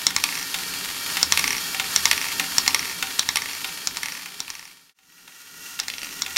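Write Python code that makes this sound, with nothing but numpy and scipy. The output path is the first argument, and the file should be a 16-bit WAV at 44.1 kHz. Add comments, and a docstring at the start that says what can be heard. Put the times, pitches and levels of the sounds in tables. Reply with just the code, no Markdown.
"""Sharp plastic cracks and quickening bounces: small balls drop from the lift of a motor-driven brick
machine onto a hollow chute, roll, and knock into the turn of a ribbed rail and the tray. Under them the
gears whir, the motor whines and the frame rumbles. The machine stands on a table in a small room,
heard through one microphone. The sound fades to silence at 4.94 s and comes back, heard from the side."""
import sys
import numpy as np
from scipy import signal
from scipy.fft import rfft, irfft, next_fast_len
from scipy.io import wavfile
from scipy.ndimage import map_coordinates

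SR = 44100
rng = np.random.default_rng(int(sys.argv[2]) if len(sys.argv) > 2 else 0)


def unload_wav(signal):
    """Save mono or channel-first audio to the path in sys.argv[1] as 16-bit WAV at rate SR, clipped to [-1, 1]."""
    wavfile.write(
        sys.argv[1],
        SR,
        np.round(np.clip(np.atleast_2d(signal).T, -1, 1) * 32767).astype(np.int16),
    )


N = 280917
TIME = np.arange(N) / SR
RING_TIME = np.arange(SR // 2) / SR
SIDE_FROM_S = 4.94  # the microphone is in front until this moment, then at the side

# the lift lets a ball fall on the chute: start_s, release_db, fall_s, hit_db, boom_db
BALL_DROPS = [(0.066, -1, .0965, -4, -25), (1.228, 0, .093, -1, -15), (1.96, .5, .094, -1, -17),
              (2.581, .5, .096, -2, -17), (3.192, -.5, .096, -4.5, -21), (3.871, -1, .098, -6.5, -22),
              (4.402, -1.5, .099, -5, -19), (5.798, -3, .083, -8, -25), (6.219, -5, .148, -3.5, -23)]
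# runs of bounces down the chute: start_s, first_db, first_flight_s
BOUNCE_RUNS = [(0.288, -11, .036), (1.44, -5.5, .0365), (2.177, -8.5, .0362), (2.792, -12, .0348),
               (3.419, -10, .038), (4.083, -9, .0375), (4.551, -7.5, .042), (5.937, -10, .0445)]
# modes of the hollow chute: pitch_hz, level_db, t60_s
CHUTE_MODES = [(880, -14, 0.026), (1172, -16.5, 0.051), (1696, -12, 0.014), (1923, 1, 0.011),
               (2240, 0.5, 0.011), (2530, 2.5, 0.0084), (2920, -5, 0.0068)]
# spectrum of bricks cracking together: frequency_hz, level_db
CRACK_SPECTRUM = [(30, -35), (100, -15.5), (550, -17.5), (950, -9.5), (1500, -8.5), (2700, -16), (4000, -5),
                  (5500, -5), (7200, -3), (10000, -15.5), (14000, -23), (16000, -15.5)]
# spectrum of loose parts clacking: frequency_hz, level_db
CLACK_SPECTRUM = [(100, -22.5), (550, -25), (900, -8.5), (1500, -10.5), (2000, -4.5), (3000, -5.5),
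                  (4200, -9.5), (5600, -12), (8000, -14.5), (15000, -19)]


def drops(release_hollow_db=-20, hit_hollow_db=-9.5, boom_rise_s=0.2):
    """Release and hit each crack the bricks over the chute's hollow note; the table booms faintly."""
    # modes of the bricks and of the table: pitch_hz, level_db, t60_s
    brick_modes = [(3450, -13.5, 0.014), (3915, -9.5, 0.017), (4210, -7.5, 0.012), (5186, -0.5, 0.0094),
                   (5610, 0, 0.011), (5910, -3.5, 0.0086), (6840, -13, 0.023), (8700, -10.5, 0.0055)]
    table_modes = [(80, 0, .6), (177, -14, .25), (274, -14, .2)]
    out = np.zeros(N)
    for start, release_db, fall_s, hit_db, boom_db in BALL_DROPS:
        contacts = (start, release_db, release_hollow_db), (start + fall_s, hit_db, hit_hollow_db)
        for s, db, hollow_db in contacts:
            crack = amp(-6) * burst(CRACK_SPECTRUM, t60=0.0047) + amp(-5) * ring(brick_modes)
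            hollow = amp(hollow_db) * ring(CHUTE_MODES)
            add(out, s + 0.001203, amp(db) * (crack + hollow))
        boom = ring(table_modes, size=22000)
        swell = 1 - np.exp(-RING_TIME[:len(boom)] / boom_rise_s)
        add(out, start, amp(boom_db) * boom * swell)
    return out


def bounces(count=7, loss_db=1.58, flight_shrink=.28):
    """A ball lands in the chute and bounces down it, each flight shorter and each contact softer."""
    # clacks on the chute's floor or wall: start_s, level_db
    landings = [(0.182, -17), (0.238, -1.5), (1.373, -2), (1.393, -5.5), (2.112, -.5), (2.129, -5.5),
                (2.745, -2), (3.357, -2.5), (3.369, -3), (4.031, -4), (4.057, -6), (4.479, -6), (5.9, -7.5),
                (6.031, -7.5)]
    out, bounce = np.zeros(N), np.arange(count)
    for s, db in landings:
        add(out, s + .0007, chute_tap(s, db, hollow_db=-9, ping_db=-15.5))
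    for start, first_db, first_flight_s in BOUNCE_RUNS:
        flights = first_flight_s / (1 + flight_shrink * bounce)
        times = start + np.cumsum(flights) - flights
        for s, db in zip(times, first_db - loss_db * bounce):
            add(out, s + 0.00101, chute_tap(s, db, hollow_db=-8, ping_db=-12))
    return out


def chute_tap(s, db, hollow_db, ping_db, side_ping_db=-4):
    """The chute rings, the ball pings, hard blows crack. At the side the frame shields the ping."""
    # modes of the chute, brighter from the side, and of a ball: pitch_hz, level_db, t60_s
    chute_side_modes = [(1510, -32, 0.012), (2610, 0, 0.0052), (3440, -14, 0.013), (3900, -10.5, 0.01),
                        (4800, -12, 0.014)]
    ball_modes = [(5620, -5.5, 0.01), (6200, -12.5, 0.009), (8920, -17, 0.014)]
    # spectrum of the contact: frequency_hz, level_db
    snap_spectrum = [(30, -26.5), (100, -22), (600, -8.5), (1500, 0.5), (4000, 5.5), (7000, -3),
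                     (11000, -0.5), (16000, -16.5)]
    at_side = s > SIDE_FROM_S
    hollow = amp(hollow_db) * ring(chute_side_modes if at_side else CHUTE_MODES)
    scatter_db = 5 * rng.standard_normal()  # varies with the point of contact
    ping = amp(ping_db + side_ping_db * at_side + scatter_db) * ring(ball_modes)
    crack = amp(-5.5 + 0.84 * db) * burst(snap_spectrum, t60=0.011)
    return amp(db) * (hollow + ping + crack)


def knocks(rebound_s=.044, rebound_db=-10.5):
    """Loose parts chatter as a ball runs into the frame, rebounds and touches it again."""
    # knocks at the turn or in the tray: start_s, level_db
    frame_hits = [(0.104, -14), (0.542, -9.5), (0.738, -20), (1.169, -8), (1.745, -13.5), (1.797, -7.5),
                  (2.396, -6), (2.662, -13), (3.025, -8), (3.644, -9.5), (4.258, -10), (4.394, -17.5),
                  (4.894, -10), (4.987, -12), (5.18, -20.5), (5.277, -15), (5.79, -7.5), (6.262, -13.5),
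                  (6.361, -7.5)]
    # modes of the frame: pitch_hz, level_db, t60_s
    frame_modes = [(776.3, -15.5, 0.29), (928, -23.5, 0.17), (1441, -5, 0.061), (1870, -4, 0.061),
                   (2387, 6, 0.016), (2730, 10, 0.013), (3670, 6, 0.013)]
    out = np.zeros(N)
    for s, db in frame_hits:
        for delay, touch_db in (0, 0), (rebound_s, rebound_db):
            clack = amp(-5.5) * burst(CLACK_SPECTRUM, t60=0.034)
            crack = amp(-11) * burst(CRACK_SPECTRUM, t60=0.015)
            frame = amp(-5.5) * ring(frame_modes)
            add(out, s + delay + .0005, amp(db + touch_db) * (clack + crack + frame))
    return out


def machine(motor_hz=461.8, side_whir_db=-6.5, side_rumble_db=-4.5):
    """The running drive whirs over a low rumble; at the side the frame shields the gears."""
    # level of the running machine: time_s, level_db
    running_level = [(0.0, -30.5), (0.8, -29.5), (1.4, -28), (2.45, -28), (3.0, -30.5), (3.6, -29.5),
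                     (4.9, -27.5)]
    run_db = np.interp(TIME, *np.transpose(running_level))
    at_side = TIME > SIDE_FROM_S
    speed_hz = motor_hz * (1 + .004 * wobble(4.4) + 0.00504 * wobble(35))
    turns = np.cumsum(speed_hz) / SR
    whir = gears(turns) + amp(-13) * motor_whine(turns) + amp(-10.5) * slack_ticks()
    rumble = amp(-17) * rail_rumble()
    return amp(run_db) * (amp(side_whir_db * at_side) * whir + amp(side_rumble_db * at_side) * rumble)


def gears(turns, unload_db=-3, unload_s=0.088):
    """Teeth tick and rub in a ringing housing, quieter for a moment as the lift lets go of a ball."""
    # spectrum of rubbing teeth: frequency_hz, level_db
    rub_spectrum = [(290, -31), (500, -18.5), (1090, -10.5), (1350, -6.5), (1500, -8), (1860, -5.5),
                    (2030, -15), (2380, -9), (3890, -7), (4430, -5.5), (8010, -11), (12000, -12),
                    (15800, -21)]
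    # housing resonances from the front and from the side: pitch_hz, width_hz, level_db
    housing_front = [(1400, 70, -5), (1860, 45, 0), (2330, 40, -3), (2730, 80, -2), (3260, 55, -2),
                     (4470, 150, 1.5), (4900, 120, -5), (5350, 220, -6), (6820, 200, -6), (11800, 600, -9)]
    housing_side = [(1421, 32, -0.5), (1925, 41, -1), (2760, 74, -2.5), (4100, 26, -8), (5650, 140, -12),
                    (6270, 1500, -11), (8140, 270, -20.5), (11960, 480, -12.5)]
    teeth = grains(rate=6000) * (1 + np.cos(2 * np.pi * turns) / 3)
    rub = amp(-2.5) * unit(colour(teeth + 0.93 * rng.standard_normal(N), rub_spectrum))
    ticks = grains(rate=3000)
    front = amp(-8) * unit(resonate(ticks, housing_front))
    side = amp(-2) * unit(resonate(ticks, housing_side))
    housing = np.where(TIME < SIDE_FROM_S, front, side)
    unloaded = sum(np.interp((TIME - s) / unload_s, [0, 1 / 9, 2 / 3, 1], [0, 1, 1, 0])
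                   for s, *_ in BALL_DROPS)
    flutter_db = 0.58 * wobble(60) + 1.2 * wobble(10)
    return amp(unload_db * unloaded + flutter_db) * (rub + housing)


def slack_ticks():
    """Slack links and jostling balls add stray ticks."""
    return unit(signal.fftconvolve(grains(rate=32), burst(CLACK_SPECTRUM, t60=0.024))[:N])


def motor_whine(turns):
    """The motor sings at multiples of its rotation, each wavering in level."""
    # motor harmonics: multiple, level_db
    harmonics = [(2, -3), (3, -3.5), (4, 1.5), (5, 4), (6, -6), (7, 3), (9, -4.5)]
    return unit(sum(amp(db + 0.95 * wobble(9.5)) * np.sin(2 * np.pi * (round(k) * turns + rng.random()))
                    for k, db in harmonics))


def rail_rumble():
    """The frame and ribbed rails rumble unevenly."""
    # spectrum of the rumble: frequency_hz, level_db
    rumble_spectrum = [(20, -9), (45, -20.5), (78, -3.5), (110, -9.5), (150, -5), (176, 3.5), (215, -6.5),
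                       (275, 2.5), (345, -8.5), (400, -2), (650, -23), (1200, -36)]
    return amp(1.8 * wobble(12)) * unit(colour(rng.standard_normal(N), rumble_spectrum, size=8192))


def rolling(below_bounce_db=42, peak_after_s=0.12, swell_s=0.099):
    """As the bounces die, the rolling ball keeps the chute's modes alive with tiny taps."""
    level = sum(amp(db - below_bounce_db) * np.exp(-((TIME - s - peak_after_s) / swell_s) ** 2)
                for s, db, _ in BOUNCE_RUNS)
    return level * unit(signal.fftconvolve(grains(rate=1300), ring(CHUTE_MODES))[:N])


def room(x, t60, wet_db):
    """The table and close walls return quick echoes, then a short diffuse tail."""
    # echoes off nearby surfaces: delay_s, level_db
    reflections = [(.0023, -17), (.0052, -22), (0.0145, -23.5), (0.0176, -50)]
    out = x.copy()
    for delay, db in reflections:
        add(out, delay, amp(db) * x)
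    envelope = amp(-60 * RING_TIME / t60) * (1 - np.exp(-RING_TIME / 0.0012))
    tail = rng.standard_normal(len(RING_TIME)) * envelope
    tail = colour(tail, [(200, 5.5), (4000, 1.5), (8000, -9.5), (15000, -3.5)])
    return out + amp(wet_db) * signal.fftconvolve(x, tail / np.linalg.norm(tail))[:N]


def ring(modes, size=3000):
    """Struck modes, with new strengths and slight detuning for each point of contact."""
    t = RING_TIME[:size]
    hz, db, t60 = np.transpose(modes)[:, :, None]
    hz = hz * (1 + .006 * rng.standard_normal(hz.shape))
    db = db + 1.8 * rng.standard_normal(db.shape)
    signs = (-1) ** np.arange(len(modes))
    return unit_blow(signs @ (amp(db - 60 * t / t60) * np.sin(2 * np.pi * hz * t)))


def burst(spectrum, t60, size=3000, rise_s=.0007):
    """The brief noise of a contact, evened out across frequency, then coloured by the spectrum."""
    t = RING_TIME[:size]
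    envelope = amp(-60 * t / t60) * (1 - np.exp(-t / rise_s))
    bins = rfft(rng.standard_normal(size) * envelope)
    even = irfft(bins / (np.abs(bins) + 1e-12), size) * envelope ** 0.037
    return unit_blow(colour(even, spectrum))


def grains(rate):
    """Tiny contacts of uneven size at random moments, about rate a second."""
    return unit((rng.random(N) < rate / SR) * rng.uniform(-0.89, 1, N))


def wobble(rate):
    """A smooth random curve, rate knots a second."""
    return map_coordinates(rng.standard_normal(int(N * rate / SR) + 4), [TIME * rate])


def resonate(x, peaks):
    """Pass x through parallel resonances."""
    return filtered(x, lambda f: sum(amp(db) * 1j * f * width / (hz * hz - f * f + 1j * f * width)
                                     for hz, width, db in peaks))


def colour(x, points, size=2048):
    """Minimum-phase filter through (frequency_hz, level_db) points."""
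    hz, db = np.transpose(points)
    gain_db = np.interp(np.log(np.fft.rfftfreq(size, 1 / SR) + 1), np.log(hz), db)
    cepstrum = irfft(np.log(amp(gain_db)))
    cepstrum[1:size // 2] *= 2
    cepstrum[size // 2 + 1:] = 0
    return signal.fftconvolve(x, irfft(np.exp(rfft(cepstrum))))[:len(x)]


def filtered(x, response):
    """Apply a complex frequency response."""
    size = next_fast_len(len(x) + 4096, True)
    return irfft(rfft(x, size) * response(np.fft.rfftfreq(size, 1 / SR)), size)[:len(x)]


def amp(db):
    """Decibels to gain."""
    return 10 ** (np.asarray(db) / 20)


def unit(x):
    """Scale to rms 1."""
    return x / np.sqrt(np.mean(x ** 2) + 1e-20)


def unit_blow(x):
    """Scale to the energy of one millisecond at rms 1."""
    return x / np.sqrt(np.sum(x ** 2) * 1000 / SR)


def add(track, s, sound):
    """Mix a sound in at time s."""
    part = track[max(round(s * SR), 0):][:len(sound)]
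    part += sound[:len(part)]


def scene():
    """Ball impacts in the small room over the rolling and the machine, the same in both channels."""
    impacts = drops() + bounces() + knocks()
    mono = room(impacts, t60=0.15, wet_db=-10) + rolling() + machine()
    return np.array([mono, mono])


def record(dry, notch_hz=7850, fade_s=1.93, top_hz=15800):
    """The microphone has a narrow notch; loud cracks clip, the level fades out and in, the top is cut."""
    notched = filtered(dry[0], lambda hz: 1 - np.exp(-((hz - notch_hz) / 70) ** 2))
    fade = np.clip(np.abs(TIME - SIDE_FROM_S) / fade_s, 0, 1)
    mono = filtered(fade * np.clip(notched, -1, 1), lambda hz: hz < top_hz)
    return np.array([mono, mono])


dry = scene()
out = record(dry)
unload_wav(out)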